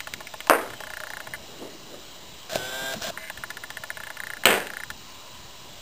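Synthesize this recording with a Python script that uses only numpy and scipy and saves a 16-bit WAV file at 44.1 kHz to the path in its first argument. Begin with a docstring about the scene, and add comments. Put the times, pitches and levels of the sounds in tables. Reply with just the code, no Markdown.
"""A small camera films kittens on a tile floor. Focus motor steps tick on the picture frames from the start;
a hard toy knocks in the bare room at 0.5 s and paws shuffle from 1.4 s. From 2.5 s the zoom motor whirs on
grinding gears, which coast and grind again to 3.1 s; then focus ticks resume, with a second knock at 4.5 s.
Hiss, an electric whine and two fuzzy tones run throughout. The recorder takes 8-bit samples at a quarter
rate and holds each value, which mirrors all sound into the treble."""
import sys
import numpy as np
from scipy import signal
from scipy.fft import rfft, irfft
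from scipy.io import wavfile
from scipy.ndimage import uniform_filter1d

SR = 44100
rng = np.random.default_rng(int(sys.argv[2]) if len(sys.argv) > 2 else 0)


def transcribe(signal):
    """Save signal, clipped to [-1, 1], as a 16-bit WAV file at the path in sys.argv[1]."""
    frames = np.atleast_2d(signal).T
    limited = np.clip(frames, -1, 1)
    pcm = np.round(limited * 32767).astype(np.int16)
    wavfile.write(sys.argv[1], SR, pcm)


N = 256220

# Focus steps. Each row: start in s, clack peak in dB, clack in Hz, shell thud in dB re clack before THUD_TRIM_DB.
STEPS = [(0.0034, -22.5, 2060, -23), (0.0713, -29, 1430, -1.5), (0.1372, -21, 2130, -32),
         (0.204, -35, 1960, 6.5), (0.27, -23, 2190, -29), (0.3374, -33.5, 2000, 7),
         (0.404, -26.5, 2180, -29), (0.47, -29.5, 1450, 2.5), (0.7024, -38, 1500, 1),
         (0.7353, -31, 1720, -9), (0.8042, -28.5, 1650, 0), (0.836, -26.5, 1540, -9),
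         (0.8694, -25.5, 1690, -9.5), (0.9023, -29.5, 1670, -3), (0.936, -23.5, 1680, -14),
         (0.97, -24, 1720, -10.5), (1.0022, -23, 1610, -12.5), (1.036, -22.5, 1580, -13),
         (1.0694, -25, 1730, -11.5), (1.1025, -22.5, 1700, -9.5), (1.135, -24, 1810, -8),
         (1.1692, -21.5, 1730, -10.5), (1.2027, -23, 1620, -11), (1.27, -31, 1870, -1),
         (1.336, -21.5, 1750, -13), (3.1745, -19.5, 1700, -13.5), (3.2988, -22, 1690, -7),
         (3.374, -31, 1730, -18), (3.4366, -19, 1580, -15), (3.5032, -23, 1810, -12),
         (3.57, -31, 1700, -6.5), (3.6365, -22, 1770, -14), (3.703, -25.5, 1650, -7),
         (3.77, -21.5, 1720, -15), (3.8363, -27, 1620, -5.5), (3.903, -19, 1790, -15.5),
         (3.9703, -24, 1650, -9), (4.002, -25.5, 1600, -10.5), (4.035, -25, 1520, -16),
         (4.069, -22, 1680, -14), (4.1022, -26, 1710, -7.5), (4.169, -39, 1710, -2),
         (4.2019, -18, 1720, -18.5), (4.2357, -21, 1750, -17), (4.2692, -21.5, 1820, -19),
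         (4.3017, -20, 1740, -16.5), (4.3349, -21.5, 1770, -18), (4.3682, -36, 1700, -24),
         (4.4361, -21.5, 1760, -10), (4.602, -27.5, 1750, -7), (4.6694, -25.5, 1740, -15),
         (4.702, -22, 1790, -16), (4.7352, -24.5, 1700, -15), (4.7691, -21, 1740, -25),
         (4.801, -24.5, 1740, -14), (4.835, -21.5, 1780, -20), (4.9022, -28.5, 1700, -7)]
# Lens barrel modes. Each row: frequency in Hz, relative level in dB, t60 in s.
BARREL_MODES = [(1745, 0, 0.067), (1432, 1, 0.033), (2072, -3.5, 0.034)]
# Camera shell modes. Each row: frequency in Hz, relative level in dB, t60 in s.
SHELL_MODES = [(856, 0, 0.044), (639, 0, 0.035), (1052, -1, 0.033)]
# Rasp of a step. Each row, zoomed in then out: level running, level from rest, in dB before RASP_TRIM_DB.
RASP_DB = [(-45, -35.5), (-42.5, -37)]
# Share of the clack's excess over CLACK_DB that the rasp takes on (ratio), zoomed in then out.
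RASP_FOLLOWS = [0.57, 0.034]
# Rotor rebound. Each row, zoomed in then out: level running, level from rest, in dB.
REBOUND_DB = [(-35.5, -34.5), (-34.5, -36)]
# Barrel ring. Each row, zoomed in then out: level running, level from rest, in dB.
RING_DB = [(-37, -36), (-34.5, -31.5)]
# Random spread of rasp, rebound and ring, standard deviations in dB.
SCATTER_DB = np.array([1.5, 3.5, 2.2])
CLACK_DB, THUD_TRIM_DB, RASP_TRIM_DB = -27, -2.5, 8
REST_S = 0.05  # a step after a longer pause starts from rest, unless it runs on freely
ZOOMED_OUT_S = 2.5  # from here the lens sits further back in the barrel

# Focus motor running freely. Each row: start in s, stop in s, level in dB.
SLEWS = [(1.337, 1.357, -39.5), (3.183, 3.291, -43)]
# Modes of the free run. Each row: frequency in Hz, relative level in dB, t60 in s.
SLEW_MODES = [(1490, -1.5, 0.012), (1656, 0.5, 0.02), (2110, 1, 0.018), (2950, -4.5, 0.01)]
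SLEW_STEPS_PER_S = 292

# Zoom motor. Each row: time in s, shaft rate in Hz, level of low and of high multiples in dB.
SHAFT = [(2.558, 128.2, -44, -51), (2.595, 125.6, -40.5, -48), (2.62, 125.9, -39.5, -46),
         (2.68, 128.4, -40, -44.5), (2.75, 130.2, -38, -45), (2.835, 132.8, -37, -42),
         (2.93, 133, -36.5, -43.5), (2.94, 137, -47, -55)]
# Low multiples of the shaft rate. Each row: multiple, relative level in dB before waver.
LOW_ORDERS = [(2, -15), (3, -13), (4, -9), (5, -8), (6, -11), (7, -12), (9, -17), (11, -12), (12, 0),
              (13, -19), (15, -15), (17, -19), (18, -16)]
# High multiples of the shaft rate. Each row: multiple, relative level in dB before waver.
HIGH_ORDERS = [(21, -10), (24, -5), (25, -5), (27, 0), (29, -8), (30, -5), (39, -6)]
# Zoom gears, loud as they engage and stop, coasting between two runs. Each row: time in s, grinding in dB.
GEARS = [(2.49, -56), (2.5, -37.5), (2.554, -32), (2.6, -40), (2.834, -39), (2.898, -38.5), (2.942, -34),
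         (2.95, -40), (3.01, -44.5), (3.021, -31.5), (3.101, -34), (3.108, -41)]
# Spectrum of the grinding. Each row: frequency in Hz, relative density in dB per Hz.
GRIND_TONE = [(410, -24.5), (700, -8), (930, -25.5), (1050, -17), (1220, -16.5), (1620, -9), (1840, -20.5),
              (3570, -12.5), (4210, -13.5), (4630, -19), (5500, -10), (7150, -44), (12100, -120)]
# Housing rumble as the zoom jolts. Each row: peak in s, level in dB, t60 in s.
JOLTS = [(2.556, -39, 0.7), (2.834, -41, 0.11), (2.944, -41, .3), (3.092, -39.5, .06)]
JOLT_RISE_DB_PER_S, GEAR_HUM_DB, GEAR_RUMBLE_DB = 598, -52.5, -63
# Gear clunks. Each row: start in s, snap level in dB, shell thump in dB re snap.
CLUNKS = [(2.4962, -27, -19), (2.532, -21.5, -11), (2.5569, -16.5, 2), (2.9374, -21.5, -16),
          (3.021, -22, -30), (3.072, -25, -2), (3.0788, -27, -11), (3.1004, -33, 2)]
# Shell hums up as gears bind or the focus motor runs. 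Each row: start in s, length in s, peak in dB.
HUMS = [(2.516, 0.039, -31), (2.934, 0.016, -28), (3.009, 0.012, -36.5), (3.038, 0.023, -29.5),
        (3.099, 0.01, -24.5), (3.182, 0.1, -45.5)]

# Toy knocks. Each row: start in s, blow in dB, room in dB before build-up, build-up time in s.
KNOCKS = [(0.4979, 5.5, -17, 0.0075), (4.4557, 5, -12, 0.046)]
# Modes of the blow, one list a knock. Each row: frequency in Hz, level in dB re blow, t60 in s.
BLOW_MODES = [
    [(1285, 6, 0.0035), (2600, -16, 0.0076), (4660, -12, 0.0042)],
    [(2480, -1.5, 0.0053), (3020, 3, 0.0049), (1490, -15, 0.023), (4030, -3.5, 0.0057), (540, -20, 0.0081)],
]
# Room tail spectrum, one list a knock. Each row: frequency in Hz, relative density in dB per Hz.
KNOCK_TONES = [
    [(60, -45), (150, -41), (260, -10), (420, -7), (630, -2), (900, -9.5), (1300, -9.5), (1900, -12.5),
     (2700, -17.5), (3300, -30.5), (5500, -33)],
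    [(40, -45), (85, -20.5), (130, -24), (200, -10.5), (300, -13.5), (400, -5), (700, -5.5), (1200, -14),
     (1750, -7), (2300, -10), (3000, -7.5), (3800, -19.5), (5500, -25)],
]
# Wall echoes, one list a knock. Each row: delay in s, level in dB re blow.
ECHOES = [
    [(.0035, -23), (.0117, -13), (.0148, -16), (.038, -14)],
    [(.0035, -9.5), (.0152, -10.5), (.030, -32), (.048, -21)],
]
# Room decay. Each row: frequency in Hz, t60 in s.
ROOM_T60 = [(150, 0.51), (300, 0.51), (700, 0.4), (1500, 0.46), (3000, 0.32), (5500, 0.46)]

# Paws and fur on the tiles. Each row: time in s, shuffle in dB.
PAWS = [(1.38, -57.5), (1.61, -46), (1.624, -36), (1.728, -51.5), (1.85, -56.5), (1.944, -45),
        (1.99, -52.5), (2.16, -59), (2.4, -63.5)]
# Shuffle spectrum. Each row: frequency in Hz, relative density in dB per Hz.
PAW_TONE = [(71, -46), (120, -21), (145, -37), (161, -11), (380, -1), (654, -11), (898, -17), (2000, -28.5),
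            (2600, -62), (4400, -120)]
# Dull thumps of paws on the floor and of the zoom gears as they jolt and stop.
# Each row: start in s, level in dB, frequency in Hz.
BUMPS = [(1.621, -40, 382), (1.651, -30, 401), (1.749, -38, 357), (1.94, -33, 560), (2.555, -21, 570),
         (2.835, -36, 278), (2.945, -32, 127), (2.965, -29.5, 224), (2.974, -35, 229.2), (2.981, -38, 269),
         (3.798, -34, 112)]

# Two fuzzy tones. Each row: time in s, shell hum and faint whistle in dB before waver.
FUZZ = [(0.0, -58, -62.5), (0.75, -53, -67.5), (1.05, -49, -68.5), (1.3, -55.5, -55), (1.49, -51, -61.5),
        (2.08, -59, -61.5), (2.45, -56.5, -59.5), (3.15, -60, -51.5), (3.53, -56.5, -57.5),
        (4.4, -62, -57.5), (4.95, -64, -64), (5.2, -60, -52.5), (5.81, -61, -58)]
FUZZ_WAVER_DB = 2
# Hiss spectrum. Each row: frequency in Hz, relative density in dB per Hz.
HISS_TONE = [(15, -25), (25, -2), (111, 0.5), (286, -5), (343, -4), (439, -6.5), (481, -8.5), (826, -6),
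             (1010, -7.5), (1390, -11.5), (2390, -11), (2860, -10), (3200, -5.5), (4010, -10.5),
             (5500, -11), (7150, -44), (12100, -120)]
# Bumps in the hiss spectrum. Each row: frequency in Hz, width in Hz, level in dB.
HISS_BUMPS = [(2873, 150, -55.5), (4080, 340, -55.5), (5285, 340, -54)]
HISS_DB = -48.5  # before the patches
WHINE_HZ, WHINE_RMS_DB = 3907.5, -55.5

HOLD_SAMPLES = 4
LEVELS = 128  # 8-bit steps from zero to full scale
BAND_HZ, EDGE_HZ = 5450, 15560


def amp(db):
    """Decibels to amplitude ratio."""
    return 10 ** (np.asarray(db) / 20)


def evened(x):
    """Scales x to unit RMS."""
    return x / np.sqrt(np.mean(x ** 2) + 1e-20)


def noise(count):
    """White noise of unit variance."""
    return rng.standard_normal(count)


def smoothed_twice(x, size):
    """Two running means in a row."""
    return uniform_filter1d(uniform_filter1d(x, size=size), size=size)


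def read(points, hz):
    """Interpolates a table over log frequency."""
    f, value = np.transpose(points)
    return np.interp(np.log(hz + 1), np.log(f + 1), value)


def add(mix, start_s, sound):
    """Adds sound into mix in place, cut at the end."""
    part = mix[max(round(start_s * SR), 0):][:len(sound)]
    part += sound[:len(part)]


def coloured(x, tone):
    """Filters x by a spectrum, nothing above the recorder's band, to unit RMS."""
    hz = np.fft.rfftfreq(len(x), 1 / SR)
    in_band = hz < SR / HOLD_SAMPLES / 2
    return evened(irfft(rfft(x) * amp(read(tone, hz)) * in_band, len(x)))


def fuzzy(count, hz, width_hz):
    """Noise through one narrow two-pole resonance."""
    r = np.exp(-np.pi * width_hz / SR)
    poles = [1, -2 * r * np.cos(2 * np.pi * hz / SR), r * r]
    return evened(signal.lfilter([1, 0, -1], poles, noise(count)))


def ring(modes, t, rise_s):
    """Struck modes decaying from a soft start, phases random."""
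    swing = sum(amp(db - 60 * t / t60_s) * np.sin(2 * np.pi * (hz * t + rng.random()))
                for hz, db, t60_s in modes)
    return swing * (1 - np.exp(-t / rise_s))


def columns(rows):
    """Start time, short end fades and interpolated columns of a curve table."""
    s, *values = np.transpose(rows)
    t = np.arange(s[0], s[-1], 1 / SR)
    fade = signal.windows.tukey(len(t), min(0.002 * SR / len(t), 1))
    return s[0], fade, [np.interp(t, s, v) for v in values]


def step(db, hz, thud_db, rasp_db, rebound_db, ring_db):
    """The rotor snaps, rebounds, and leaves barrel and shell ringing; levels after db are re clack."""
    t = np.arange(3000) / SR
    rise_s = 0.0012 * (hz / 1750) ** 0.46  # higher clacks last longer
    clack = np.sin(2 * np.pi * hz * t) * (t / rise_s * np.exp(1 - t / rise_s)) ** 3.8
    held = np.exp(-(t / 0.019) ** 6)  # the barrel sings until the coil lets go
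    out = clack + amp(ring_db) * ring(BARREL_MODES, t, rise_s=0.00052) * held
    rasp = coloured(noise(len(t)), [(1500, -9.0), (2500, -1.5), (3200, 0.5), (4400, -4.5), (5500, -6)])
    out = out + amp(rasp_db + RASP_TRIM_DB - 60 * t / 0.022) * rasp * np.minimum(t / 0.0012, 1)
    add(out, 0.0043, amp(rebound_db) * clack)
    add(out, 0.003, amp(thud_db + THUD_TRIM_DB) * ring(SHELL_MODES, t, rise_s=0.00077))
    return amp(db) * out


def focus():
    """Rasp, rebound and ring of each step depend on rest and zoom, and scatter by chance."""
    out, last_s = np.zeros(N), -np.inf
    for (s, db, hz, thud_db), chance in zip(STEPS, noise((len(STEPS), 3))):
        zoom = int(s > ZOOMED_OUT_S)
        runs_on = any(0 < start_s - s < REST_S for start_s, *_ in SLEWS)
        rested = int(s - last_s > REST_S and not runs_on)
        rasp_db = RASP_DB[zoom][rested] + RASP_FOLLOWS[zoom] * (db - CLACK_DB)
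        parts_db = np.array([rasp_db, REBOUND_DB[zoom][rested], RING_DB[zoom][rested]])
        parts_db = parts_db + SCATTER_DB * chance
        add(out, s, step(db, hz, thud_db, *(parts_db - db)))
        last_s = s
    return out


def slew(start_s, stop_s, db):
    """Focus steps follow so fast that their uneven snaps merge into a buzz."""
    at_s = np.arange(0, stop_s - start_s, 1 / SLEW_STEPS_PER_S)
    kicks = np.zeros(round((stop_s - start_s) * SR) + 40)
    t = np.arange(1500) / SR
    late, size = noise((len(at_s), 2)).T
    index = ((at_s + 0.00006 * late) * SR).astype(int)
    kicks[np.clip(index, 0, len(kicks) - 1)] = amp(3 * size)
    return amp(db) * evened(signal.fftconvolve(kicks, ring(SLEW_MODES, t, rise_s=0.00017)))


def motor(rows):
    """Zoom motor: multiples of the shaft rate, each wavering a little in level."""
    s, fade, (hz, low_db, high_db) = columns(rows)
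    turns = np.cumsum(hz) / SR

    def stack(orders):
        """Sums the multiples, phases random."""
        total = np.zeros(len(hz))
        for multiple, db in orders:
            waver_db = 1.2 * evened(smoothed_twice(noise(len(hz)), 900))
            total += amp(db + waver_db) * np.cos(2 * np.pi * (multiple * turns + rng.random()))
        return total

    whir = amp(low_db) * stack(LOW_ORDERS) + amp(high_db) * stack(HIGH_ORDERS)
    return s, np.sqrt(2) * fade * whir


def gears(rows):
    """Teeth grind, the shell hums and the housing rumbles."""
    s, fade, (grind_db,) = columns(rows)
    count = len(fade)
    t = s + np.arange(count) / SR
    rumble_gain = amp(GEAR_RUMBLE_DB)
    for peak_s, db, t60_s in JOLTS:
        after_s = t - peak_s
        rumble_gain = rumble_gain + amp(db + np.minimum(JOLT_RISE_DB_PER_S * after_s, -60 * after_s / t60_s))
    grit = noise(count) * amp(1.2 * evened(uniform_filter1d(noise(count), size=90)))
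    grind = amp(grind_db) * coloured(grit, GRIND_TONE)
    rumble = coloured(noise(count), [(50, -28.5), (130, -5.5), (300, -12), (500, -11), (2000, -38.5)])
    shell_hum = amp(GEAR_HUM_DB) * fuzzy(count, 661, 36)
    return s, fade * (grind + shell_hum + rumble_gain * rumble)


def clunk(db, thump_db):
    """A short broad snap of the gears and a thump of the shell."""
    t = np.arange(1500) / SR
    snap = coloured(noise(len(t)), GRIND_TONE) * amp(-60 * t / 0.011)
    thump = ring(SHELL_MODES[1:2] + [(449, -4.5, 0.026)], t, rise_s=0.00026)
    return amp(db) * (snap + amp(thump_db) * thump)


def hum(length_s, db):
    """One half-sine swell of the shell's main mode."""
    t = np.arange(0, length_s, 1 / SR)
    return amp(db) * np.sin(np.pi * t / length_s) * np.sin(2 * np.pi * (645 * t + rng.random()))


def knock(db, room_db, build_s, modes, tone, echoes):
    """A hard blow, its inverted wall echoes and a dense tail decaying at a rate set by frequency."""
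    t = np.arange(SR) / SR
    blow = sum(amp(db + d - 60 * t / t60_s) * np.sin(2 * np.pi * hz * t) for hz, d, t60_s in modes)
    blow = signal.lfilter(*signal.butter(2, 300, "high", fs=SR), blow)  # a small toy moves little bass
    out = blow.copy()
    dulled = uniform_filter1d(blow, size=7)  # walls swallow some treble
    for delay_s, echo_db in echoes:
        add(out, delay_s, -amp(echo_db) * dulled)
    taps = np.zeros(SR)  # one reflection of random sign and size in every ten samples
    at = np.arange(0, SR - 10, 10) + rng.integers(0, 10, SR // 10 - 1)
    taps[at] = rng.choice([-1., 1.], len(at)) * amp(5.7 * noise(len(at)))
    hz, frame_s, z = signal.stft(coloured(taps, tone), SR, nperseg=256)
    decay = amp(-60 * frame_s / read(ROOM_T60, hz)[:, None])
    tail = signal.istft(z * decay, SR, nperseg=256)[1][:SR]
    build_up = (0.44 + 0.83 * np.minimum(t / build_s, 1)) * np.minimum(t / 0.0006, 1)
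    add(out, 0.001, amp(room_db) * tail * build_up)
    return out


def paws(rows):
    """Paws and fur shuffle on the tiles: shaped noise under a level curve."""
    s, fade, (paw_db,) = columns(rows)
    return s, fade * amp(paw_db) * coloured(noise(len(fade)), PAW_TONE)


def bump(db, hz):
    """A dull, quickly damped thump of two modes."""
    return amp(db) * ring([(hz, 0, 0.05), (2.22 * hz, -7, 0.03)], np.arange(3000) / SR, rise_s=0.0023)


def fuzz(rows):
    """A shell hum and a faint whistle: narrow noise, each wavering slowly."""
    s, fade, (hum_db, whistle_db) = columns(rows)
    out = np.zeros(len(fade))
    for db, hz, width_hz in [(hum_db, 626, 54), (whistle_db, 1013, 84)]:
        waver_db = FUZZ_WAVER_DB * evened(smoothed_twice(noise(len(fade)), 4000))
        out += amp(db + waver_db) * fuzzy(len(fade), hz, width_hz)
    return s, fade * out


def floor():
    """Microphone hiss with soft patches, a few spectral bumps and a steady electric whine."""
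    _, _, z = signal.stft(coloured(noise(N), HISS_TONE), SR, nperseg=1024)
    over_hz = uniform_filter1d(noise(z.shape), 10, 0)
    patches_db = 2.35 * evened(uniform_filter1d(over_hz, 12, 1))
    hiss = amp(HISS_DB) * signal.istft(z * amp(patches_db), SR, nperseg=1024)[1][:N]
    bumps = sum(amp(db) * fuzzy(N, hz, width_hz) for hz, width_hz, db in HISS_BUMPS)
    whine = np.sqrt(2) * amp(WHINE_RMS_DB) * np.sin(2 * np.pi * WHINE_HZ * np.arange(N) / SR)
    return hiss + bumps + whine


def scene():
    """All sources at the one microphone."""
    mix = focus() + floor()
    for start_s, *row in SLEWS:
        add(mix, start_s, slew(start_s, *row))
    add(mix, *motor(SHAFT))
    add(mix, *gears(GEARS))
    for source, rows in [(clunk, CLUNKS), (hum, HUMS), (bump, BUMPS)]:
        for start_s, *row in rows:
            add(mix, start_s, source(*row))
    for (start_s, *row), *sound in zip(KNOCKS, BLOW_MODES, KNOCK_TONES, ECHOES):
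        add(mix, start_s, knock(*row, *sound))
    add(mix, *paws(PAWS))
    add(mix, *fuzz(FUZZ))
    return mix[None]


def record(dry):
    """Band limit, overload, 8-bit samples rounded down and held at a quarter rate, then a low-pass."""
    narrow = signal.oaconvolve(dry, signal.firwin(127, BAND_HZ, fs=SR)[None], "same")
    overloaded = np.clip(narrow, -0.97, 0.97)
    samples = np.floor(overloaded[:, ::HOLD_SAMPLES] * LEVELS) / LEVELS
    held = np.repeat(samples, HOLD_SAMPLES, axis=1)[:, :N]
    low_pass = signal.firwin(1535, EDGE_HZ, window=("kaiser", 9), fs=SR)
    out = signal.oaconvolve(held, low_pass[None], "same")
    return np.clip(out, -1, 1)


dry = scene()
out = record(dry)
transcribe(out)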